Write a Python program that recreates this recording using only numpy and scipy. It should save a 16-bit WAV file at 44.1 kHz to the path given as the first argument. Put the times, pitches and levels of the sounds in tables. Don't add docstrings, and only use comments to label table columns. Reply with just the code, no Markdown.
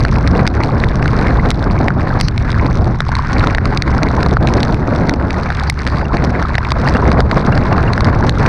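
import sys
import numpy as np
from scipy import signal
from scipy.fft import rfft, irfft
from scipy.io import wavfile
from scipy.ndimage import uniform_filter1d, minimum_filter1d

SR = 44100
rng = np.random.default_rng(int(sys.argv[2]) if len(sys.argv) > 2 else 0)


def pcm_store(signal):
    levels = np.round(np.clip(np.atleast_2d(signal), -1, 1) * 32767)
    wavfile.write(sys.argv[1], SR, levels.astype(np.int16).T)


N = 373968
T = np.arange(N) / SR

# time in seconds, plop in dB, plop pitch in Hz, tick in relative dB,
# tick pitch in Hz.
BIG_DROPS = [(0.051, -0.5, 1570, -15.5, 4330), (0.2754, -13, 1640, -14, 4660),
             (0.4673, -11, 2090, -15, 4360), (.476, -7, 1480, -6.5, 5330), (.636, -10.5, 2100, -16, 4230),
             (0.839, -.5, 1920, -27, 4100), (1.0274, -6.5, 1970, -20.5, 2700),
             (1.0583, -4, 1480, -23, 3990), (1.079, -16, 2120, -18, 2700), (1.271, -25, 1500, -22, 2900),
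             (1.5051, -14, 1350, -1, 5300), (1.514, -11, 1300, -15, 4140), (1.8834, 1.5, 1930, -17, 4230),
             (1.9053, -6, 1440, -35.5, 4590), (2.201, -32, 1500, -15, 4640), (2.2114, -10, 2120, 2, 5100),
             (2.2842, -14, 1400, -10.5, 4960), (2.379, -11, 2070, -16.5, 4330), (3.005, 1, 1400, -8, 3620),
             (3.0909, -8.5, 820, -24, 4320), (3.118, -9.5, 1510, -43, 4300), (3.138, -13, 1480, -45, 4300),
             (3.1529, -14, 1430, -13.5, 4300), (3.1922, -5.5, 1070, -38, 4260),
             (3.4721, -2.5, 1100, -14, 3820), (3.5492, -3, 1830, -14, 4700), (3.5838, -1, 1740, -24, 4550),
             (3.6557, -37, 1040, -15, 5100), (3.7742, -23, 1940, -8.5, 4500), (3.8222, -12, 1730, -7, 4840),
             (4.0322, -21, 1920, -11, 5800), (4.2306, -8, 1540, -12, 4800), (4.2626, -3, 1100, -16.5, 4060),
             (4.3697, 4, 1330, -23, 4360), (4.473, -12, 2230, -11.5, 4200), (4.631, -12, 1820, -9.5, 4500),
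             (5.0948, -2.5, 1530, -4, 5830), (5.1387, -18, 1270, -17.5, 4380),
             (5.199, -12.5, 1590, -41, 4400), (5.307, -7.5, 2030, -18, 4400), (5.5038, -4, 1600, -31, 4380),
             (5.598, -20, 1330, -17.5, 3980), (5.699, -2.5, 2040, 5, 5030), (5.799, -15.5, 2020, -46, 4400),
             (5.8673, -5, 1870, -18, 4530), (5.875, -8, 1790, -14.5, 4200), (6.17, -8, 1910, -20, 4400),
             (6.4253, -6.5, 1500, -36, 4120), (6.4516, -9, 1280, -45, 4040), (6.554, -4, 1830, -16, 4170),
             (6.5824, 3.5, 1920, -15, 5150), (6.706, -20, 1520, -16, 3900), (6.7193, -2.5, 1000, -10, 4300),
             (6.8867, -20, 1780, -15, 4640), (6.9686, -5, 1370, -22.5, 4530), (7.117, -4, 1110, -18, 4510),
             (7.205, -4, 1350, -11, 4480), (7.314, -4, 1550, -14.5, 4700), (7.33, -7, 1020, -38, 4400),
             (7.5774, -18, 1570, -17.5, 4200), (7.9342, -16, 1553, -14, 4270), (7.979, -1, 1520, -20, 4780),
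             (8.0072, -7.5, 1080, -14.5, 4620), (8.0456, -14, 1570, -14.5, 5160),
             (8.2946, -7, 1670, -6, 4330)]
# frequency in Hz, relative level in dB.
TICK_SPECTRUM = [(300, -12), (1200, -14.5), (2100, 8.5), (2600, 1), (3150, -2), (3900, 2), (4500, 1),
                 (5400, -3.5), (6300, -10), (7150, -17), (8700, -14.5), (10500, -30), (12500, -48),
                 (16000, -50)]


def undb(db):
    return 10 ** (np.asarray(db) / 20)


def unit(x):
    return x / np.std(x)


def curves(table):
    times_s, *columns = np.transpose(table)
    return [np.interp(T, times_s, column) for column in columns]


def gains(spectrum, size):
    hz, db = np.transpose(spectrum)
    bin_hz = np.fft.rfftfreq(size, 1 / SR) + 1e-9
    return undb(np.interp(np.log(bin_hz), np.log(hz), db))


def noise(spectrum):
    return unit(irfft(rfft(rng.standard_normal(N)) * gains(spectrum, N), N))


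def walk(hz):
    lowpass = np.exp(-(np.fft.rfftfreq(N, 1 / SR) / hz) ** 2)
    return unit(irfft(rfft(rng.standard_normal(N)) * lowpass, N))


def add(out, start_s, sound):
    i = int(np.clip(start_s * SR, 0, N - 1))
    out[i:i + len(sound)] += sound[:N - i]


def ring(spectrum, peak_hz=4400, peak_db=0, size=512):
    bump = np.exp(-((np.fft.rfftfreq(size, 1 / SR) / peak_hz - 1) / .14) ** 2)
    cepstrum = irfft(np.log(gains(spectrum, size) * undb(peak_db * bump)))
    cepstrum[1:size // 2] *= 2
    cepstrum[size // 2 + 1:] = 0
    response = irfft(np.exp(rfft(cepstrum)))
    return response / np.abs(response).max()


def plop(hz, rise_cycles, size=1000):
    cycles = hz * np.arange(size) / SR
    envelope = (cycles / rise_cycles) ** 2 * np.exp(2 - 2 * cycles / rise_cycles)
    return np.sin(2 * np.pi * cycles) * envelope


def rumble(level_db):
    # frequency in Hz, relative level in dB.
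    spectrum = [(10, -9.5), (22, -4.5), (45, -0.5), (62, 0), (85, -1), (115, 0), (160, -6), (230, -14),
                (400, -23.5), (4000, -120)]
    return noise(spectrum) * undb(level_db)


def engine():
    # time in seconds, firing rate in Hz, level in dB.
    drive = [(0, 67.3, -19), (.5, 66.5, -22), (1.5, 67.4, -38), (3, 68.13, -21), (6.3, 69.6, -22),
             (7.1, 69.37, -17), (8.48, 70, -30)]
    firing_hz, level_db = curves(drive)
    phase = 2 * np.pi * np.cumsum(firing_hz * (1 + 0.012 * walk(hz=6.0))) / SR
    drone = np.sin(phase) + undb(-7.5) * np.sin(2 * phase)
    return unit(drone * undb(1.6 * walk(hz=6.3))) * undb(level_db)


def buffeting(buffet_db, rush_db):
    # frequency in Hz, relative level in dB.
    buffet_spectrum = [(10, -52), (70, -36.5), (140, 2.5), (240, 1), (400, -5), (700, -7.5), (1050, -13.5),
                       (1600, -19), (2600, -56.5), (12000, -110)]
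    rush_spectrum = [(150, -55.5), (600, -16), (880, -10), (1050, 1.5), (1200, -3.5), (1550, -1.5),
                     (2200, -10.5), (3100, -29), (4400, -23.5), (6200, -38), (7500, -45.5), (9500, -50.5),
                     (12000, -99.5)]
    eddies = walk(hz=38.6)
    buffet = unit(noise(buffet_spectrum) * undb(2.62 * eddies))
    rush = unit(noise(rush_spectrum) * undb(2.0 * eddies + 4.4 * walk(hz=149)))
    return buffet * undb(buffet_db + 2.17) + rush * undb(rush_db - 3.5)


def patter(level_db, drops_per_s=700, spread_db=12.5):
    shell_hz = [1640, 2500, 3600, 4090, 4470, 5240, 5960, 6050]
    per_spot = int(drops_per_s * N / SR / len(shell_hz))
    flurry_db = 2 * walk(hz=14)
    out = np.zeros(N)
    for peak_hz in shell_hz:
        hits = np.zeros(N)
        at = rng.integers(0, N, per_spot)
        size_db = spread_db * np.minimum(rng.standard_normal(per_spot), 2.4)
        hits[at] = undb(size_db + flurry_db[at])
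        out += signal.oaconvolve(hits, ring(TICK_SPECTRUM, peak_hz, peak_db=11))[:N]
    return unit(out) * undb(level_db)


def splashes(level_db, count=700, spread_db=5.5):
    hollow_hz = [845, 1014, 1025, 1302, 1580, 2104]
    pitches_hz = rng.choice(hollow_hz, count)
    starts_s = rng.random(count) * N / SR
    scatter = rng.standard_normal((count, 3)).clip(-2, 1.6)
    out = np.zeros(N)
    for start_s, hz, (size, detune, length) in zip(starts_s, pitches_hz, scatter):
        water = plop(hz * np.exp(0.044 * detune), rise_cycles=1.8 * np.exp(.35 * length))
        add(out, start_s, undb(spread_db * size) * water)
    return unit(out) * undb(level_db)


def big_drops(lead_s=0.000944, collapse_s=0.00056, deep_db=28, cycles_per_db=0.2):
    # frequency in Hz, relative level in dB.
    crack_spectrum = [(1000, -46), (3000, -35), (7000, 6.5), (8600, 9), (10500, -2), (13000, -13.5),
                      (15000, -16), (17000, -53)]
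    crack = ring(crack_spectrum)
    knock = undb(-10.5) * plop(hz=694, rise_cycles=1.0)
    out = np.zeros(N)
    for hit_s, plop_db, plop_hz, tick_db, tick_hz in BIG_DROPS:
        extra_cycles = cycles_per_db * max(plop_db - tick_db - deep_db, 0)
        water = plop(plop_hz, rise_cycles=1.2 + extra_cycles)
        tick = undb(tick_db + 6.5) * ring(TICK_SPECTRUM, tick_hz, peak_db=6)
        crack_db = 2.26 * tick_db - 3
        add(out, hit_s - lead_s, undb(plop_db) * (water + knock))
        add(out, hit_s, tick + undb(crack_db) * crack)
        add(out, hit_s + collapse_s * (.5 + rng.random()), undb(-2.5) * tick)
    return out


def wet_port(depth_db=6.0, clear_s=0.042, delay_s=0.0065):
    cover = np.zeros(N)
    clearing = np.exp(-T[:SR // 2] / clear_s)
    for hit_s, plop_db, _, tick_db, _ in BIG_DROPS:
        water = min(np.hypot(undb(plop_db), undb(tick_db)), 1)
        add(cover, hit_s + delay_s, water * clearing)
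    return undb(-depth_db * uniform_filter1d(np.minimum(cover, 1), size=64))


def sprays():
    # peak time in seconds, half width in seconds, extra rain in dB.
    sheets = [(.34, 0.068, 3.5), (1.2, 0.13, 3), (3.38, .17, 4), (4.53, 0.055, 7), (5.57, 0.13, 4),
              (6.99, 0.28, 3), (8.41, 0.074, 11.5)]
    return sum(db * np.exp(-((T - peak_s) / width_s) ** 2) for peak_s, width_s, db in sheets)


def pings(hz=2750):
    # start in seconds, level in dB.
    strikes = [(.35, -28), (5.55, -33), (6.05, -25), (6.858, -26), (6.956, -21), (7.526, -22), (7.724, -26),
               (7.876, -20.5)]
    out = np.zeros(N)
    for start_s, level_db in strikes:
        add(out, start_s, undb(level_db) * plop(hz, rise_cycles=7.5, size=1200))
    return out


def clinging_water(peel_s=0.0069):
    # start in seconds, hold in seconds, attenuation in dB.
    films = [(0.488, .055, 6.5), (1.507, 0.034, 3.5), (1.884, 0.083, 2.5), (2.214, 0.23, 6.5),
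             (2.96, .105, 2.5), (3.551, 0.054, 5.5), (3.784, 0.044, 5.5), (4.349, 0.049, 6.5),
             (5.098, 0.081, 2.5), (5.699, 0.075, 8), (6.031, 0.07, 4), (6.557, 0.069, 1.5),
             (7.209, 0.098, 7), (8.296, 0.11, 5.5)]
    muffle_db = np.zeros(N)
    for start_s, hold_s, depth_db in films:
        peeling = np.exp(-np.maximum(T - start_s - hold_s, 0) / peel_s)
        muffle_db += depth_db * (T > start_s) * peeling
    return undb(-uniform_filter1d(muffle_db, size=200))


def sizzles(flutter_db=3):
    # start in seconds, length in seconds, fizz in dB, whistle in dB.
    bursts = [(2.189, .1, -32.5, -54), (4.64, 0.078, -54, -55), (5.672, 0.04, -47, -40),
              (5.864, 0.18, -59, -48)]
    # frequency in Hz, relative level in dB.
    fizz_spectrum = [(1000, -5), (2300, -13), (3400, -31), (4100, -6), (4550, -7), (5200, -9), (6200, -13),
                     (7000, -65), (9200, -32), (14000, -54)]
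    whistle_spectrum = [(3000, -80), (4000, -35), (4450, -11), (4650, -4), (4900, -8), (5400, -36),
                        (7000, -90)]
    fizz, whistle = noise(fizz_spectrum), noise(whistle_spectrum)
    out = np.zeros(N)
    for start_s, length_s, fizz_db, whistle_db in bursts:
        gate = 1. * ((T > start_s) & (T < start_s + length_s))
        out += uniform_filter1d(gate, size=200) * (undb(fizz_db) * fizz + undb(whistle_db) * whistle)
    return out * undb(flutter_db * walk(hz=80))


def scene(sway_db=0.82, patter_db=-38):
    # time in seconds, then rumble, buffeting and rush in relative dB.
    airstream = [(0.0, -10.5, -21.5, -26), (0.47, -14, -18, -24.5), (0.87, -12.5, -19.5, -25.5),
                 (1.3, -11, -18.5, -21.5), (1.73, -12.5, -18.0, -26.5), (2.47, -14.0, -23, -21.5),
                 (2.87, -11.5, -17.5, -31.5), (2.98, -16.0, -29, -26), (3.24, -16.5, -38, -21),
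                 (3.36, -13, -22.5, -23), (3.55, -15.0, -21, -20), (4.53, -13.5, -16.5, -25.5),
                 (5.13, -16.5, -17, -27.5), (5.63, -18, -29, -23.5), (6.3, -16.5, -17, -24),
                 (6.55, -16, -28, -19.5), (6.8, -15.5, -22, -23), (7.18, -14.5, -13, -23),
                 (7.46, -16.5, -18.0, -22.5), (7.74, -11, -14, -17), (7.94, -14, -20.0, -22),
                 (8.2, -12.5, -14.0, -21), (8.48, -12.5, -21, -23.5)]
    rumble_db, buffet_db, rush_db = curves(airstream)
    spray_db = sprays()
    gust_db = sway_db * walk(hz=8.2)
    push_db = 0.47 * spray_db + gust_db
    lows = rumble(rumble_db + gust_db) + engine()
    wind = buffeting(buffet_db + push_db, rush_db + push_db)
    rain = patter(patter_db + spray_db + gust_db) + splashes(rush_db + push_db - 4.5)
    weather = (wind + rain) * wet_port() * clinging_water()
    return (lows + weather + big_drops() + pings() + sizzles())[None]


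def record(dry, ceiling=1.0, window_samples=48, cutoff_hz=15800):
    allowed = ceiling / np.maximum(np.abs(dry), ceiling)
    gain = uniform_filter1d(minimum_filter1d(allowed, window_samples), window_samples)
    lowpass = signal.ellip(8, .2, 70, cutoff_hz, fs=SR, output="sos")
    return signal.sosfilt(lowpass, dry * gain)


dry = scene()
out = record(dry)
pcm_store(out)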